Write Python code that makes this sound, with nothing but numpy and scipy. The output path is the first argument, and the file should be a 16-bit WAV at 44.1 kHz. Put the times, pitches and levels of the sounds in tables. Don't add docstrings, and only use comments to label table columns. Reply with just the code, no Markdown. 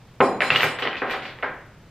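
import sys
import numpy as np
from scipy import signal
from scipy.fft import rfft, irfft
from scipy.io import wavfile
from scipy.ndimage import uniform_filter1d, minimum_filter1d

SR = 44100
rng = np.random.default_rng(int(sys.argv[2]) if len(sys.argv) > 2 else 0)


def to_wav(s):
    ch = np.atleast_2d(s).T
    pcm = np.round(np.clip(ch, -1, 1) * 32767)
    wavfile.write(sys.argv[1], SR, pcm.astype(np.int16))


N = 83790


def amp(db):
    return 10 ** (np.asarray(db) / 20)


def read(points, hz):
    point_hz, value = np.transpose(points)
    return np.interp(np.log(hz + 1), np.log(point_hz + 1), value)


def unit(x):
    return x / np.sqrt(np.mean(np.sum(x ** 2, -1)) + 1e-20)


def add(mix, s, sound):
    part = mix[..., max(round(s * SR), 0):][..., :sound.shape[-1]]
    part += sound[..., :part.shape[-1]]


def fade(t, t60):
    return np.exp(-np.log(1000) * t / t60)


# (time [s], blow level [dB], contact edge [Hz], tilt [dB per octave],
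# first crack against blow [dB], clank against click [dB], steel ring send [dB])
BIT_HITS = [ (.2042, 7.5, 1214, -1, 4.5, -14, -53), (.2068, -4, 2740, 3.5, 9, -7, -56),
            (.2088, -1, 848, 0, 6, -2.5, -77), (.2122, -3.5, 2430, 0, 9, -18, -45),
            (.4058, 4, 2730, 2.5, 2.5, -14, -38.5), (.4203, 3, 2500, 2, 3, -11, -61),
            (.5037, 6.5, 3054, 3, 11.5, -6, -70), (.6320, 5, 2647, 0.5, 5.5, -6.5, -45.5),
            (1.0182, 1.5, 1940, 0.3, -16, -35, -74), (1.1360, -4, 1690, 2.5, -4, -19, -61),
            (1.4258, -7, 2520, 1.5, -1.5, -15, -85), (1.4303, 0.5, 1800, 2.5, -1.5, -18, -82)]
# (time [s], blow level [dB], contact edge [Hz], tilt [dB per octave],
# first crack against blow [dB], clank against click [dB], steel ring send [dB])
CHAIN_HITS = [ (.5192, -0.5, 2730, 0.5, -4, -2, -51), (.5412, -2.5, 3280, 3.5, -5, -2, -65),
              (.5505, -1.5, 3780, 0.2, 4.5, -7, -42.5), (.5597, 2.5, 3260, 5, 9, -7, -44.5),
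              (.5969, 2, 2980, 4, -11, -19, -40.5), (.6070, -4, 3380, 5.5, 7, -5.5, -40),
              (.6220, -3.5, 3370, 1, 4.5, -4, -39), (.7869, -4.5, 3060, 3, -8, -18, -54),
              (.8225, 2, 3460, 0.4, -13, -6, -63.5), (.8530, -2, 2150, -1, 0, -6, -77),
              (.8740, -5, 3000, 3, 6, -17, -82), (.9301, -7.5, 2820, 3, 2, -1, -79.5),
              (.9555, -17.5, 2790, 4, 11, -13, -92), (.9680, -7, 2899, 6.5, -12, -9, -80),
              (1.0965, -3.5, 2690, 2.7, -7, -2.5, -49), (1.1100, -3.5, 3413, 2.45, -4, -23, -63),
              (1.2214, -11.5, 2610, 9, -6, -13, -64), (1.2529, -10.5, 2800, 1.5, -2, -11, -69),
              (1.2790, -23, 3820, 6.5, 3, -1, -75), (1.3876, -21.5, 3550, -1.5, 2, -26, -83)]


def hardware(count=7):
    spots = [surroundings() for _ in range(count)]
    bit_rings = [bit_ring() for _ in range(count)]
    link_rings = [chain_ring() for _ in range(count)]
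    direct, blows, sent = np.zeros(N), np.zeros(N), np.zeros((count, N))
    for hits, rings in ((BIT_HITS, bit_rings), (CHAIN_HITS + touches(), link_rings)):
        for k, (s, db, edge_hz, tilt, crack_db, clank_db, ring_db) in enumerate(hits):
            spot = k % count
            click = amp(db) * strike(edge_hz, tilt, clank_db)
            add(blows, s, click)
            add(direct, s, amp(crack_db) * click)
            add(sent[spot], s, click)
            add(sent[spot], s, amp(ring_db) * rings[spot])
    boom = signal.fftconvolve(blows, tabletop())[:N]
    echoes = sum(signal.fftconvolve(x[None], spot, axes=1)[:, :N] for x, spot in zip(sent, spots))
    return crack(direct) + boom + echoes


CLANK_AT, CLANK_T60_S = 0.88, 0.025


def strike(edge_hz, tilt, clank_db):
    click = contact(edge_hz, tilt)
    t = np.arange(len(click)) / SR
    mode = fade(t, CLANK_T60_S) * np.cos(2 * np.pi * CLANK_AT * edge_hz * t)
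    clank = unit(signal.fftconvolve(click, mode)[:len(click)])
    return unit(click + amp(clank_db) * clank)


# (frequency [Hz], relative level [dB])
WOOD_COLOUR = [(30, -31.5), (80, -20), (150, -6.5), (300, -2), (600, 0.5), (1100, 2.5), (1900, 6),
               (2800, 2.5), (4200, -2), (6000, -8), (9000, -15), (15000, -13)]
EDGE_ORDER = 4.18


def contact(edge_hz, tilt, size=2048):
    hz = abs(np.fft.fftfreq(size, 1 / SR))
    octaves = np.log2(hz / edge_hz + 0.0075)
    rolloff = np.sqrt(1 + (hz / edge_hz) ** (2 * EDGE_ORDER))
    gain = amp(read(WOOD_COLOUR, hz) + tilt * octaves) / rolloff
    spectrum = np.exp(np.conj(signal.hilbert(np.log(gain + 1e-6))))
    return unit(np.fft.ifft(spectrum).real)


DIRECT_TOP_HZ, BEND_HZ = 4400, 1430


def crack(x):
    r = np.exp(-2 * np.pi * BEND_HZ / SR)
    bent = signal.lfilter([-r, 1], [1, -r], x)
    return signal.lfilter(*signal.butter(2, DIRECT_TOP_HZ, fs=SR), bent)


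# (frequency [Hz], relative level [dB], decay t60 [s])
TABLE_MODES = [(262, -3, .4), (400, 1, .45), (500, 0, .36), (547, -2, .42), (620, -7, .31), (764, -1, .38),
               (930, -6, .27), (1047, 0, .3), (1285, -5, .3), (1590, -5, .33), (1964, -9, .25),
               (2190, -8, .25), (2392, -7, .25), (2598, -8, .25)]
TABLE_DB, TABLE_RISE_S = -4, 0.002


def tabletop():
    t = np.arange(SR) / SR
    modes = np.zeros(SR)
    for k, (hz, db, t60) in enumerate(TABLE_MODES):
        modes += (-1) ** k * amp(db) * fade(t, t60) * np.sin(2 * np.pi * hz * t)
    return amp(TABLE_DB) * unit((1 - np.exp(-t / TABLE_RISE_S)) * modes)


RING_SPREAD_DB = 2
# (frequency [Hz], relative level [dB], decay t60 [s])
BIT_MODES = [(4043, -8, .33), (4581, -17, .35), (5098, -12, .35), (6939, -15, .5), (7249, -23, .6),
             (7704, -13, .22), (7940, -18, .5), (8850, -8, .2), (9020, -15, .25), (10090, -19, .25),
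             (10528, -19, .4), (11860, -21, .25), (12930, -22, .3), (14620, -20, .25)]
RING_RISE_S, WAVER = 0.01, 1.5


def bit_ring():
    swell = 1 - np.exp(-np.arange(SR) / SR / RING_RISE_S)
    return ring(BIT_MODES, RING_RISE_S, RING_SPREAD_DB, waver=WAVER) + swell * buzz()


# (frequency [Hz], relative level [dB], decay t60 [s])
LINK_MODES = [(8300, -10, 0.13), (8600, -31, .2), (10300, -21, 0.12), (10800, -28, .16),
              (12700, 4.5, 0.067), (13400, -6.5, .13), (13900, -3, .14), (15100, -3.5, .13),
              (15400, -4, .13)]
JOSTLE_S, LINK_RISE_S, LINK_DETUNE = 0.012, 0.00077, 0.0041


def chain_ring(count=4):
    out = buzz()
    for delay in JOSTLE_S * rng.random(count):
        link = ring(LINK_MODES, LINK_RISE_S, RING_SPREAD_DB, LINK_DETUNE)
        add(out, delay, link / np.sqrt(count))
    return out


WAVER_S = 0.011


def ring(modes, rise_s, spread_db=0, detune=0, waver=0):
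    t = np.arange(SR) / SR
    chance = rng.standard_normal((len(modes), 3))
    wobble = rng.standard_normal((len(modes), 256, 2)) @ [1, 1j]
    out = np.zeros(SR)
    for (hz, db, t60), (balance, pitch, phase), w in zip(modes, chance, wobble):
        u = t[t < t60 * np.sqrt(2)]
        shake = 1 + waver * np.interp(u / WAVER_S, np.arange(len(w)), w)
        size = amp(db + spread_db * balance) * fade(u, t60) * shake
        turns = hz * (1 + detune * pitch) * u + phase
        add(out, 0, (size * np.exp(2j * np.pi * turns)).real)
    return (1 - np.exp(-t / rise_s)) * out


# (frequency [Hz], relative level [dB])
BUZZ_COLOUR = [(2000, -33.5), (4500, 1.5), (6500, 7), (9000, -7), (11000, -27), (13500, -7.5), (15500, 4.5)]
BUZZ_DB, BUZZ_T60_S, BUZZ_TICKS_PER_S = -4.5, 0.18, 850


def buzz():
    t = np.arange(SR) / SR
    ticks = rng.standard_normal(SR) * (rng.random(SR) < BUZZ_TICKS_PER_S / SR)
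    ticks = irfft(rfft(ticks) * amp(read(BUZZ_COLOUR, np.fft.rfftfreq(SR, 1 / SR))), SR)
    return amp(BUZZ_DB) * ticks / ticks.std() * fade(t, BUZZ_T60_S)


# (start time [s], length [s], central level of one touch [dB])
RATTLES = [(0.445, 0.053, -18), (0.534, 0.14, -15), (1.058, 0.12, -20), (1.235, 0.071, -24.5)]
TOUCHES_PER_S, TOUCH_SPREAD_DB, TOUCH_SPREAD_OCTAVES = 110, 5.5, 0.37
TOUCH_HZ, TOUCH_TILT = 3890, 1
TOUCH_CLANK_DB, TOUCH_RING_DB = -16, -55


def touches():
    rows = []
    for start, length, db in RATTLES:
        count = max(round(length * TOUCHES_PER_S), 1)
        for k, (when, strength, pitch) in enumerate(rng.random((count, 3))):
            s = start + length * (k + when) / count
            level = db + TOUCH_SPREAD_DB * (2 * strength - 1)
            edge_hz = TOUCH_HZ * 2 ** (TOUCH_SPREAD_OCTAVES * (2 * pitch - 1))
            rows.append((s, level, edge_hz, TOUCH_TILT, 0, TOUCH_CLANK_DB, level + TOUCH_RING_DB))
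    return rows


# (time [s], level [dB])
THUMPS = [(0.209, -62), (0.505, -35.5), (0.544, -38.5), (0.635, -36)]
# (frequency [Hz], relative level [dB], decay t60 [s])
FRAME_MODES = [(74, -4, 0.35), (113, 0.5, .45), (151, 5, 0.35)]
FRAME_RISE_S = 0.0053


def thumps():
    out = np.zeros(N)
    for s, db in THUMPS:
        add(out, s, amp(db) * ring(FRAME_MODES, FRAME_RISE_S))
    return out


# (frequency [Hz], t60 [s])
ROOM_T60 = [(100, 1.43), (330, 0.6), (870, 0.5563), (2300, 0.63), (6000, 0.22), (14000, 0.1962)]
# (frequency [Hz], relative level [dB])
ROOM_COLOUR = [(100, -5.5), (400, 7), (1000, -1), (2500, -6.5), (5000, 7), (9000, 5.5), (14000, 2)]
ROOM_DB, ROOM_GAP_S, ROOM_BUILD_S = 5, 0.0063, 0.0044
BOARD_DB, BOARD_T60_S = 2.5, 0.069


def surroundings(size=256):
    t = np.arange(SR) / SR
    hz, frame_s, z = signal.stft(scatter(t), SR, nperseg=size)
    decay = fade(frame_s, read(ROOM_T60, hz)[:, None])
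    z = stereo(z, hz[:, None]) * amp(read(ROOM_COLOUR, hz))[:, None] * decay
    build = np.clip((t - ROOM_GAP_S) / ROOM_BUILD_S, 0, 1)
    tail = signal.istft(z, SR, nperseg=size)[1][:, :SR] * build
    flutter = irfft(stereo(rfft(scatter(t)), np.fft.rfftfreq(SR, 1 / SR)), SR)
    board = flutter * fade(t, BOARD_T60_S)
    return amp(ROOM_DB) * unit(tail) + amp(BOARD_DB) * unit(board)


def scatter(t, size=12):
    taps = np.zeros((2, len(t)))
    at = np.arange(0, len(t) - size, size)
    at = at + rng.integers(0, size, (2, len(at)))
    np.put_along_axis(taps, at, rng.choice([-1., 1.], at.shape), 1)
    return taps


# (frequency [Hz], side against middle [dB])
WIDTH = [(100, -28), (350, -21), (1400, -13.5), (2800, -12.5), (4500, -2.5), (8000, 1.5), (15000, 11.5)]


def stereo(z, hz):
    side = amp(read(WIDTH, hz))
    return np.array([z[0] + side * z[1], z[0] - side * z[1]]) / np.sqrt(1 + side ** 2)


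# (frequency [Hz], relative level per Hz [dB])
HUM_COLOUR = [(20, -3), (45, -1), (80, 1), (130, 5), (200, -4.5), (400, -9.5), (1000, -15.5), (2500, -21),
              (5000, -27), (10000, -35), (15000, -47.5)]
HUM_DB = -48.5
WHINE_HZ, WHINE_WIDTH_HZ, WHINE_DB = 13000, 70, -16


def background():
    hz = np.fft.rfftfreq(N, 1 / SR)
    whine = amp(WHINE_DB) * np.exp(-((hz - WHINE_HZ) / WHINE_WIDTH_HZ) ** 2)
    gain = amp(read(HUM_COLOUR, hz)) + whine
    noise = irfft(stereo(rfft(rng.standard_normal((2, N))), hz) * gain, N)
    return amp(HUM_DB) * noise / noise.std()


def scene():
    return hardware() + thumps() + background()


PEAK, CUTOFF_HZ = 0.92, 15700


def record(dry, size=65):
    lowpass = signal.firwin(511, CUTOFF_HZ, window=("kaiser", 9), fs=SR)
    gain = PEAK / np.maximum(abs(dry).max(0), PEAK)
    limited = dry * uniform_filter1d(minimum_filter1d(gain, size), size)
    return signal.oaconvolve(limited, lowpass[None], "same")


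dry = scene()
out = record(dry)
to_wav(out)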